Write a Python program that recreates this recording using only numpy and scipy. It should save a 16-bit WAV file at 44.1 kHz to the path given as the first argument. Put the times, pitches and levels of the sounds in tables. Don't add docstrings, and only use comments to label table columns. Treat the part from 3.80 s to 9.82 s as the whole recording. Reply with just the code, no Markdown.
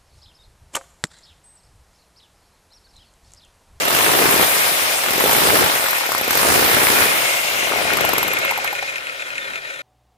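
import sys
import numpy as np
from scipy import signal
from scipy.fft import rfft, irfft, next_fast_len
from scipy.io import wavfile
from scipy.ndimage import uniform_filter1d

SR = 44100
rng = np.random.default_rng(int(sys.argv[2]) if len(sys.argv) > 2 else 0)


def bounce(signal):
    frames = np.transpose(np.atleast_2d(signal))
    limited = np.clip(frames, -1, 1)
    pcm = np.round(limited * 32767).astype(np.int16)
    wavfile.write(sys.argv[1], SR, pcm)


N = 265465

# pulled_s, released_s
TRIGGER_PULLS = [(.074, .812), (1.341, 1.791), (2.491, 3.221)]
# start_s, end_s, braking_hz_per_s
PRESSES = [(.05, .66, 6630), (1.36, 1.95, 5240), (2.04, 2.5, 600), (2.5, 3.27, 6590), (4.12, 5.03, 820)]
# pitch_hz, level_db
WHINE_LEVELS = [(450, -62), (900, -53), (1900, -61), (3000, -61), (5200, -46), (7000, -44), (8300, -39),
                (9700, -36), (10500, -38), (11100, -33), (12000, -37)]
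# frequency_hz, level_db
HISS_SPECTRUM = [(700, 5.5), (1500, -4.5), (3000, 6.5), (5000, 1), (7000, 1), (9500, 1.5), (12500, 11),
                 (15000, -7.5)]
# frequency_hz, width_hz, level_db, hollowness_share
HOUSING_MODES = [(118, 57, -13, 0.38), (563, 83, 2, -0.47), (636, 187, 3, 0.96), (970, 930, -8, -0.32),
                 (1413, 330, 2.5, -0.89), (1830, 138, 5.5, -1.5), (2156, 296, 10, 0.34),
                 (2452, 130, 10.5, 0.029), (2760, 430, 4, 0.79), (3054, 750, -1.5, 0.52),
                 (3840, 620, -4.5, -0.13), (5000, 6500, -11, 0.92)]
# time_s, hollowness_db
HOLLOWNESS = [(0, 18.5), (.7, -4.5), (1.3, 2), (2.0, -4.5), (2.5, -2.5), (3.2, -4.5), (3.45, 3.5), (3.8, 4),
              (4.05, -3.5), (4.3, -1.5), (5.0, -2.5), (6.02, -4)]
# time_s, level_db
GEAR_KNOCKS = [(4.467, -33), (4.5146, -15), (4.5694, -12), (4.59, -28), (4.6134, -26), (4.6289, -17),
               (4.6538, -20), (4.678, -17), (4.6927, -12), (4.7376, -30), (4.7591, -24), (4.778, -25),
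               (4.7995, -17), (4.8437, -27), (4.876, -11.5), (4.906, -20), (4.9516, -15), (4.989, -23),
               (5.026, -37), (5.0824, -21), (5.1234, -27), (5.158, -13), (5.1814, -17), (5.269, -17),
               (5.296, -16), (5.3951, -19), (5.422, -18), (5.504, -18), (5.5553, -18), (5.58, -11),
               (5.734, -23), (5.757, -16), (5.775, -28), (5.902, -22), (5.9374, -33), (5.9896, -35)]
# time_s, left_over_right_db, housing_gain_db
TOOL_TURN = [(0, 0.5, -7.5), (1.1, 2.5, 5), (1.6, 0.5, -9), (2.15, 2.5, 8.5), (2.7, 0.5, 0), (3.3, 1.5, 6),
             (3.95, 4, 6.5), (4.6, 2.5, 10.5), (6.02, 3.5, 12)]
# time_s, boom_level_db
EFFORT = [(0.0, -31), (0.17, -27.5), (0.62, -25), (0.7, -30.5), (1.22, -37.5), (1.46, -28), (1.51, -26.5),
          (1.83, -25.5), (1.99, -38.5), (2.2, -49), (2.7, -24), (3.07, -29.5), (3.22, -26.5), (3.25, -29.5),
          (3.6, -40), (4.24, -27), (5.35, -57), (5.73, -45), (5.8, -54.5), (6.02, -61.5)]
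# frequency_hz, relative_db
BOOM_SPECTRUM = [(25, -24), (60, -3.5), (120, 0), (250, 2), (400, 6.5), (600, -1), (1200, -50)]
# frequency_hz, relative_db
MASONRY_SPECTRUM = [(100, -47), (300, -11), (500, -6), (750, 0), (1200, 0.5), (2000, -1), (4000, -14),
                    (9000, -73)]
# frequency_hz, level_db
HUM_TONES = [(140.0, -64.5), (285.3, -63), (393.0, -61.5)]
# first_blow_s, end_s, ring_level_db, thud_level_db (at full effort)
BURSTS = [(0.053, .66, -22.5, -15.5), (1.333, 1.94, -23.5, -15), (2.53, 3.27, -20.5, -17)]
# time_s, ring_level_db, thud_level_db, thud_hz, thud_cycles, left_over_right_db
LISTED_BLOWS = [(1.2366, -24, -27, 840, 4.6, 0), (1.261, -24, -32, 996, 5, -2),
                (1.284, -28, -22, 910, 5.2, -2), (1.307, -20, -17.5, 405, 2, 5),
                (1.953, -25, -25, 604, 2.8, 0), (1.9745, -29, -23, 800, 4.7, 6),
                (1.996, -35, -14, 1100, 3.2, 0), (2.018, -30, -27, 900, 4, 0),
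                (2.0403, -23, -18, 670, 4.4, -1), (2.061, -27, -9.5, 1460, 5.5, -3),
                (2.084, -24, -15, 1000, 6.6, 1), (2.108, -20.5, -22, 900, 4, 0),
                (2.131, -30, -16, 960, 5.3, 13), (2.157, -39, -17, 865, 6.8, 1.5),
                (2.182, -26, -19, 900, 7.4, 6), (2.209, -36, -18, 950, 7.7, 12),
                (2.2356, -39, -23, 910, 7, 5), (2.263, -28, -29, 636, 4.8, 0),
                (2.291, -28, -17.5, 654, 3.2, 4), (2.3187, -21.5, -10, 1110, 5.5, 0),
                (2.349, -26, -6.5, 1090, 5.1, -4), (2.38, -22.5, -30, 690, 4.4, 0),
                (2.4118, -28, -14, 645, 1.4, -2), (2.444, -26, -22, 1600, 3.6, -2),
                (2.4788, -23, -16, 565, 1.8, -10), (2.5074, -17, -8, 1300, 3, -9),
                (4.134, -23, -26, 654, 10, 0), (4.1706, -21, -15, 1000, 5.4, 8),
                (4.2082, -24, -17, 650, 6.1, 9), (4.2491, -23.5, -12, 850, 8, 8),
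                (4.2904, -20.5, -14, 690, 9.3, 6), (4.334, -21, -10, 990, 5, 10),
                (4.381, -17, -10.5, 1040, 6.5, 3), (4.429, -22.5, -11.5, 970, 7.8, 0),
                (4.4794, -26, -31, 523, 8.3, -5), (4.533, -27, -20, 1100, 16, -4),
                (4.5872, -24.5, -28, 1140, 11, 2), (4.6485, -32, -21, 1000, 19, -5),
                (4.7105, -26, -15.5, 920, 15, -2), (4.7762, -28, -17, 850, 8.8, 0),
                (4.8442, -26, -19.5, 805, 11, -6), (4.9282, -35, -19, 815, 24, 0),
                (5.025, -50, -21.5, 780, 26, -2)]
# start_s, end_s
LOOSE_SPANS = [(.05, .1), (.5, .66), (1.33, 1.6), (1.72, 1.87), (2.53, 2.62)]
# frequency_hz, level_db, t60_s
CHISEL_MODES = [(12490, -3, .04), (12590, -9, .025), (12760, -10, .025), (13100, -12, .02),
                (13500, -10, .02), (14200, -12, .015), (11830, -12, .02), (10780, -13, .02),
                (8800, -16, .02), (8200, -15, .02)]
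# time_s, level_db, thud_hz, thud_cycles
BOUNCES = [(1.439, -8.5, 460, 4.4), (1.451, -16, 447, 5.4), (1.465, -21, 410, 7.1), (2.329, -17, 1150, 6),
           (2.401, -15, 2100, 5.4), (2.434, -14, 2400, 14), (3.83, -17, 806, 1.4), (3.872, -18, 700, 4),
           (3.913, -17, 490, 6.5), (3.921, -8.5, 1260, 5), (3.936, -12.5, 900, 2.1),
           (3.959, -16.5, 686, 17), (3.974, -24, 700, 10), (3.986, -17, 704, 5.3), (3.996, -17, 680, 5.2),
           (4.006, -15, 720, 6.7), (4.015, -15.5, 570, 5.6), (4.052, -15.5, 695, 13), (4.075, -23, 655, 5),
           (4.081, -17, 800, 5.7), (4.095, -18, 654, 7.4), (4.104, -9.5, 1490, 11), (4.118, -18, 650, 4.8),
           (4.127, -17, 750, 7.3), (4.186, -10.5, 1400, 9), (4.197, -17, 755, 11), (4.244, -13, 623, 5.4),
           (4.285, -19, 600, 6.5), (4.447, -24, 403, 5), (4.505, -19.5, 485, 4.7), (4.667, -30, 397, 3.8),
           (4.7212, -15, 900, 10), (4.787, -17.5, 785, 9), (4.853, -17, 1220, 9), (4.8728, -29, 650, 7.2)]
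# time_s, level_db, thud_hz, left_over_right_db
SNAPS = [(0.0796, -8, 3130, -2), (0.103, -15, 990, 0), (0.1246, -14.5, 560, 4), (0.1475, -10, 1610, 4),
         (0.1646, -9, 2870, -3), (0.1831, -12, 2240, -3), (0.292, -10, 990, 1), (0.4194, -8.5, 790, 4),
         (0.5971, -11, 900, -1), (0.6308, -6, 2990, -1), (0.768, -14, 1160, 9), (1.351, -12, 2370, 5),
         (1.3803, -14, 520, 4), (1.4587, -15, 560, -1), (1.4786, -14, 776, -1), (1.495, -8, 2300, 1),
         (1.549, -12, 1490, 0), (1.6863, -9, 890, 1), (1.6993, -2, 2235, 2), (1.839, -6, 1440, 1),
         (1.8735, -15, 650, -1), (1.8932, -15, 2350, 0), (2.5301, -20, 730, 4), (2.5537, -14, 860, -11),
         (2.5735, -12, 1530, -2), (2.5937, -17, 1740, 5), (2.6125, -13, 1310, 0), (2.6322, -9, 839, 3),
         (2.6513, -11, 780, 4), (2.6864, -11, 1010, -8), (2.9422, -4, 1820, -5), (2.9689, -3, 1690, -4),
         (2.9858, -3, 2110, 4), (3.0698, 0, 2090, 5), (3.1895, -6, 1660, 3), (3.2241, -13, 1590, 7)]

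WHINE_CYCLES_PER_BLOW = 188
START_HZ, UNIT_HZ, FULL_HZ = 6900, 10000, 11400
MOTOR_STEP_S = .002
DRIVE_HZ_PER_S, DRIVE_FALL_POWER = 24480, 3.35
FRICTION_HZ_PER_S, BEARING_HZ_PER_S, FAN_HZ_PER_S = 812, 4570, 3840
WHINE_DAMPING_DB, WHINE_DAMPING_MOST_DB = 3, 9
OVERTONE_HZ, OVERTONE_OCTAVES, OVERTONE_DB = 3550, .17, 7.5
UPPER_HZ, UPPER_DB = 5000, -4
DULLING_DB, DULLEST_OCTAVES = 3.5, 2.13
# level_db at full speed and effort, share of the effort's swing, db_per_octave of speed
CRUSH, RATTLE, AIR = (-21, 0.29, 3.85), (-26.5, 0.27, 2.35), (-23.5, 0.11, 4.5)
FULL_BOOM_DB = -27
NEAR, NEAR_PER_OCTAVE = 0.43, 0.098
PORT_LAG_SAMPLES, LONE_LAG_SAMPLES = 13, 4
BURIED_DB = -12
RUN_CYCLES, SNAP_CYCLES = 5.2, 4.2
REBOUND_DB, REBOUND_SPREAD_DB = -4.5, 5.5
CRACK_HZ, CRACK_DB = 2100, -5
PUSH_S, PUSH_DB, PUSH_LOSS_DB = 0.0013, -0.5, 3.5
RUMBLE_DB = -64
ROOM_T60_S, ROOM_DB, WALL_CUT_HZ = 0.095, -7, 16000
CUTOFF_HZ = 15450


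def from_db(db):
    return 10 ** (np.asarray(db) / 20)


def rms_one(x):
    return x / np.sqrt(np.mean(x ** 2) + 1e-20)


def filtered(x, order, hz, kind):
    return signal.sosfilt(signal.butter(order, hz, kind, fs=SR, output="sos"), x)


def in_time(rows):
    s, *columns = np.transpose(rows)
    return [np.interp(np.arange(N) / SR, s, c) for c in columns]


def at_hz(points, hz):
    point_hz, level_db = np.array(points).T
    return np.interp(np.log(hz), np.log(point_hz), level_db)


def drift(rate):
    r = np.exp(-80 * np.pi * rate / SR)
    white = rng.standard_normal(N // 40 + 2002)
    slow = signal.lfilter([1], [1, -2 * r, r * r], white)[2000:]
    return np.interp(np.arange(N) / 40, np.arange(len(slow)), rms_one(slow))


def ring(clicks, hz, t60_s):
    r, w = from_db(-60 / (t60_s * SR)), 2 * np.pi * hz / SR
    return signal.lfilter([.5, 0, -.5], [1, -2 * r * np.cos(w), r * r], clicks + 1e-18)


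def dying(at, level_db, t60_s):
    clicks = np.zeros(N)
    clicks[at.astype(int)] = from_db(level_db)
    return signal.lfilter([1], [1, -from_db(-60 / (t60_s * SR))], clicks + 1e-18)


def later(x):
    return np.stack([x, np.roll(x, PORT_LAG_SAMPLES)])


def grit(direct, grain_db):
    noise = rng.standard_normal((3, N)) * from_db(grain_db * np.minimum(rng.exponential(1, N), 4))
    direct = np.clip(direct, 0, 1)
    return np.sqrt(direct) * later(noise[0]) + np.sqrt(1 - direct) * noise[1:]


def hum():
    t = np.arange(N) / SR
    rumble = from_db(RUMBLE_DB) * rms_one(filtered(grit(.6, 1.5), 2, 90, "low"))
    tones = sum(from_db(db + 2.5 + 3.1 * drift(4.3)) * np.sin(2 * np.pi * hz * t) for hz, db in HUM_TONES)
    return (rumble + tones) * from_db([[2.0], [-2.0]])


def motor():
    t, hz = np.arange(0, N / SR + 2 * MOTOR_STEP_S, MOTOR_STEP_S), [START_HZ]
    driven = sum((t > on) & (t < off) for on, off in TRIGGER_PULLS)
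    braking = sum(brake * ((t > start) & (t < end)) for start, end, brake in PRESSES)
    for on, brake in zip(driven[1:], braking[1:]):
        u = hz[-1] / UNIT_HZ
        drag = FRICTION_HZ_PER_S + BEARING_HZ_PER_S * u + FAN_HZ_PER_S * u * u + brake
        drive = on * DRIVE_HZ_PER_S / u ** DRIVE_FALL_POWER
        hz.append(hz[-1] + MOTOR_STEP_S * (drive - drag))
    hz = np.array(hz)
    pressed = uniform_filter1d((braking > 0) * 1.0, size=60)
    damped_db = np.minimum(WHINE_DAMPING_DB * (FULL_HZ / hz) ** 2, WHINE_DAMPING_MOST_DB) * pressed
    return in_time(np.transpose([t, hz, at_hz(WHINE_LEVELS, hz) - damped_db]))


def whine(whine_hz, whine_db):
    hz = whine_hz * (1 + .005 * drift(60))
    phase = 2 * np.pi * np.cumsum(hz) / SR
    low_loss_db = 12 * np.minimum(np.log2(hz / OVERTONE_HZ), 0)
    tones = from_db(2.5 * drift(14) - 1.5 + low_loss_db) * np.sin(phase)
    for k in range(2, 12):
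        fading_db = 10 * (np.log2(k * hz / OVERTONE_HZ) / OVERTONE_OCTAVES) ** 2
        main_db = OVERTONE_DB - np.minimum(fading_db, 9 + fading_db / 4)
        upper_db = UPPER_DB - 10 * (np.log2(k * hz / UPPER_HZ) / OVERTONE_OCTAVES * 2) ** 2
        tones += from_db(np.maximum(main_db, upper_db) + 2 * drift(20)) * np.sin(k * phase)
    return from_db(whine_db) * np.stack([tones, tones])


def hiss(whine_hz, hiss_db):
    out, edges_hz = 0, 500 * 2 ** np.arange(0, 5.6, .5).clip(0, 5.2)
    slowed_octaves = np.maximum(np.log2(whine_hz / FULL_HZ), -DULLEST_OCTAVES)
    white = [grit(0.016, 2.1), grit(0.015, 0.36)]
    for k, (low, high) in enumerate(zip(edges_hz, edges_hz[1:])):
        hz = np.sqrt(low * high)
        dulling_db = DULLING_DB * slowed_octaves * max(np.log2(hz / 4000), 0)
        gain = from_db(at_hz(HISS_SPECTRUM, hz) + dulling_db + 1.63 * drift(13.6))
        out = out + gain * filtered(white[k % 2], 2, [low, high], "band")
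    return from_db(hiss_db + 2.0) * out


def housing(blows, rattle_db, near):
    knock_s, knock_db = np.array(GEAR_KNOCKS).T
    chatter = grit(near, 4.54) * from_db(1.8 * drift(23))
    chatter = chatter * (1 + dying(blows[:, 0], 0.67, 0.0059))
    chatter = chatter * (1 + dying(knock_s * SR, 0.74, 0.028))
    knocks, rattle, knocked = np.zeros(N), 0, 0
    knocks[(knock_s * SR).astype(int)] = from_db(knock_db)
    hollow_db, = in_time(HOLLOWNESS)
    for hz, width_hz, level_db, share in HOUSING_MODES:
        t60_s = 2.2 / width_hz
        mode = rms_one(ring(ring(chatter, hz, t60_s), hz, t60_s)) * np.sqrt(width_hz)
        rattle = rattle + from_db(level_db + share * hollow_db + drift(4.2)) * mode
        knocked = knocked + from_db(level_db) * ring(knocks, hz, t60_s)
    knocked = filtered(knocked, 3, [2000, 2750], "band")
    ticks = grit(0.4, 2.0) * dying(knock_s * SR, knock_db - 16.0, .012)
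    ticks = filtered(ticks, 2, [3000, 9000], "band")
    return from_db(rattle_db) * rms_one(rattle) + from_db(-14) * later(knocked) + ticks


def crushing(blows, spectrum, level_db, direct):
    surge = 1 + dying(blows[:, 0], 0, 0.04)
    size = next_fast_len(N)
    bin_hz = np.maximum(np.arange(size // 2 + 1) * SR / size, 1)
    colour = from_db(at_hz(spectrum, bin_hz))
    noise = grit(direct, 3.3) * surge * from_db(1.84 * drift(72))
    return from_db(level_db) * rms_one(irfft(rfft(noise, size) * colour, size)[:, :N])


def all_blows(whine_hz, effort_db):
    rows = [(s * SR, *rest, LONE_LAG_SAMPLES, 0) for s, *rest in LISTED_BLOWS]
    turns = np.cumsum(whine_hz) / WHINE_CYCLES_PER_BLOW / SR
    for first_s, end_s, ring_db, thud_db in BURSTS:
        start, stop = turns[int(first_s * SR)], turns[int(end_s * SR)]
        at = np.interp(np.arange(start, stop), turns, np.arange(N))
        luck = rng.standard_normal((60, 5))[:len(at)]
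        loose = sum((at > s * SR) & (at < until * SR) for s, until in LOOSE_SPANS)
        thud = thud_db + effort_db[at.astype(int)] - 1.5 + 1.1 * luck[:, 2]
        hz = 800 * np.exp(0.56 * luck[:, 3].clip(-1.1, 1.6))
        same = np.ones(len(at))
        rows += list(zip(at + 45 * luck[:, 0], ring_db + 2.0 * luck[:, 1], thud, hz, RUN_CYCLES * same,
                         3 * luck[:, 4], PORT_LAG_SAMPLES * same, BURIED_DB * (1 - loose)))
    return np.array(rows)


def chisel(blows):
    at, ring_db, damping_db = blows[:, 0], blows[:, 1], blows[:, 7]
    contact = grit(0.37, 2.4) * dying(at, ring_db + damping_db - 12.0, 0.0091)
    rings = sum(from_db(level_db) * ring(contact, hz, t60_s) for hz, level_db, t60_s in CHISEL_MODES)
    splinters = grit(0.021, 3.45) * dying(at, ring_db - 1.5, 0.031)
    return rings + filtered(splinters, 2, 2500, "high")


def rebound_rows(blows):
    run = blows[blows[:, 6] == PORT_LAG_SAMPLES]
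    luck = rng.standard_normal((len(run), 4))
    delay_s = (.009 + 0.00303 * luck[:, 0]).clip(.002, .02)
    level_db = run[:, 2] + REBOUND_DB + REBOUND_SPREAD_DB * luck[:, 1].clip(-2, 1.5)
    hz = 850 * np.exp(0.52 * luck[:, 2].clip(-1.5, 2))
    return zip(run[:, 0] + SR * delay_s, level_db, hz, run[:, 4], 3 * luck[:, 3], run[:, 6])


def thuds(blows):
    length = 1800
    out, t = np.zeros((2, N + length + 100)), np.arange(length) / SR
    bounces = [(s * SR, db, hz, cycles, 0, LONE_LAG_SAMPLES) for s, db, hz, cycles in BOUNCES]
    snaps = [(s * SR, db, hz, SNAP_CYCLES, pan_db, LONE_LAG_SAMPLES) for s, db, hz, pan_db in SNAPS]
    hits = [*blows[:, [0, 2, 3, 4, 5, 6]], *bounces, *snaps, *rebound_rows(blows)]
    push = np.sin(np.pi * np.minimum(t / PUSH_S, 1)) ** 2
    for at, thud_db, hz, cycles, pan_db, lag in hits:
        swell = (1 - np.exp(-t * hz * 2.5)) ** 2 * from_db(-60 * t * hz / max(cycles, 2))
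        body = np.sin(2 * np.pi * hz * t) * swell / swell.max()
        crack_fade = from_db(CRACK_DB - 60 * t * CRACK_HZ / 4)
        crack = crack_fade * np.sin(2 * np.pi * CRACK_HZ * rng.uniform(.7, 1.4) * t)
        shove = from_db(PUSH_DB - PUSH_LOSS_DB * cycles) * push
        pulse = body + np.roll(crack - shove, int(SR / hz / 2))
        left, right = int(at), int(at + lag)
        out[0, left:left + length] += from_db(thud_db + pan_db / 2) * pulse
        out[1, right:right + length] += from_db(thud_db - pan_db / 2) * pulse
    return filtered(out[:, :N], 2, 70, "high")


def room(x):
    out, dull = np.zeros((2, N)), np.exp(-2 * np.pi * WALL_CUT_HZ / SR)
    for k, lag in enumerate((rng.uniform(0.0091, .04, 12) * SR).astype(int)):
        loop, gain, state = x.copy(), from_db(-60 * lag / SR / ROOM_T60_S), [0.]
        for i in range(lag, N, lag):
            back, state = signal.lfilter([gain * (1 - dull)], [1, -dull], loop[i - lag:i], zi=state)
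            loop[i:i + lag] += back[:N - i]
        out[k % 2] += (loop - x) * (-1) ** (k // 2)
    return out


def scene():
    whine_hz, whine_db = motor()
    boom_db, = in_time(EFFORT)
    pan_db, turned_db = in_time(TOOL_TURN)
    effort_db, octaves = boom_db - FULL_BOOM_DB, np.log2(whine_hz / FULL_HZ)
    crush_db, rattle_db, hiss_db = (db + share * effort_db + slope * octaves
                                    for db, share, slope in (CRUSH, RATTLE, AIR))
    near = NEAR - NEAR_PER_OCTAVE * octaves
    blows = all_blows(whine_hz, effort_db)
    struck = chisel(blows) + thuds(blows) + whine(whine_hz, whine_db + np.clip(turned_db, 0, 5))
    boom = crushing(blows, BOOM_SPECTRUM, boom_db - 1.5, direct=0.025 + 0.5 * (near - NEAR))
    masonry = crushing(blows, MASONRY_SPECTRUM, crush_db, direct=near - .15)
    rattle = housing(blows, rattle_db + turned_db, near)
    tool = struck + boom + masonry + rattle + hiss(whine_hz, hiss_db)
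    placed = tool * from_db(np.stack([pan_db, -pan_db]) / 2 + 2.5)
    return placed + from_db(ROOM_DB) * room(struck[0]) + hum()


def record(dry):
    rounded = 1.1 * np.tanh(dry / 1.1)
    return signal.sosfilt(signal.ellip(12, .5, 90, CUTOFF_HZ, fs=SR, output="sos"), rounded)


dry = scene()
out = record(dry)
bounce(out)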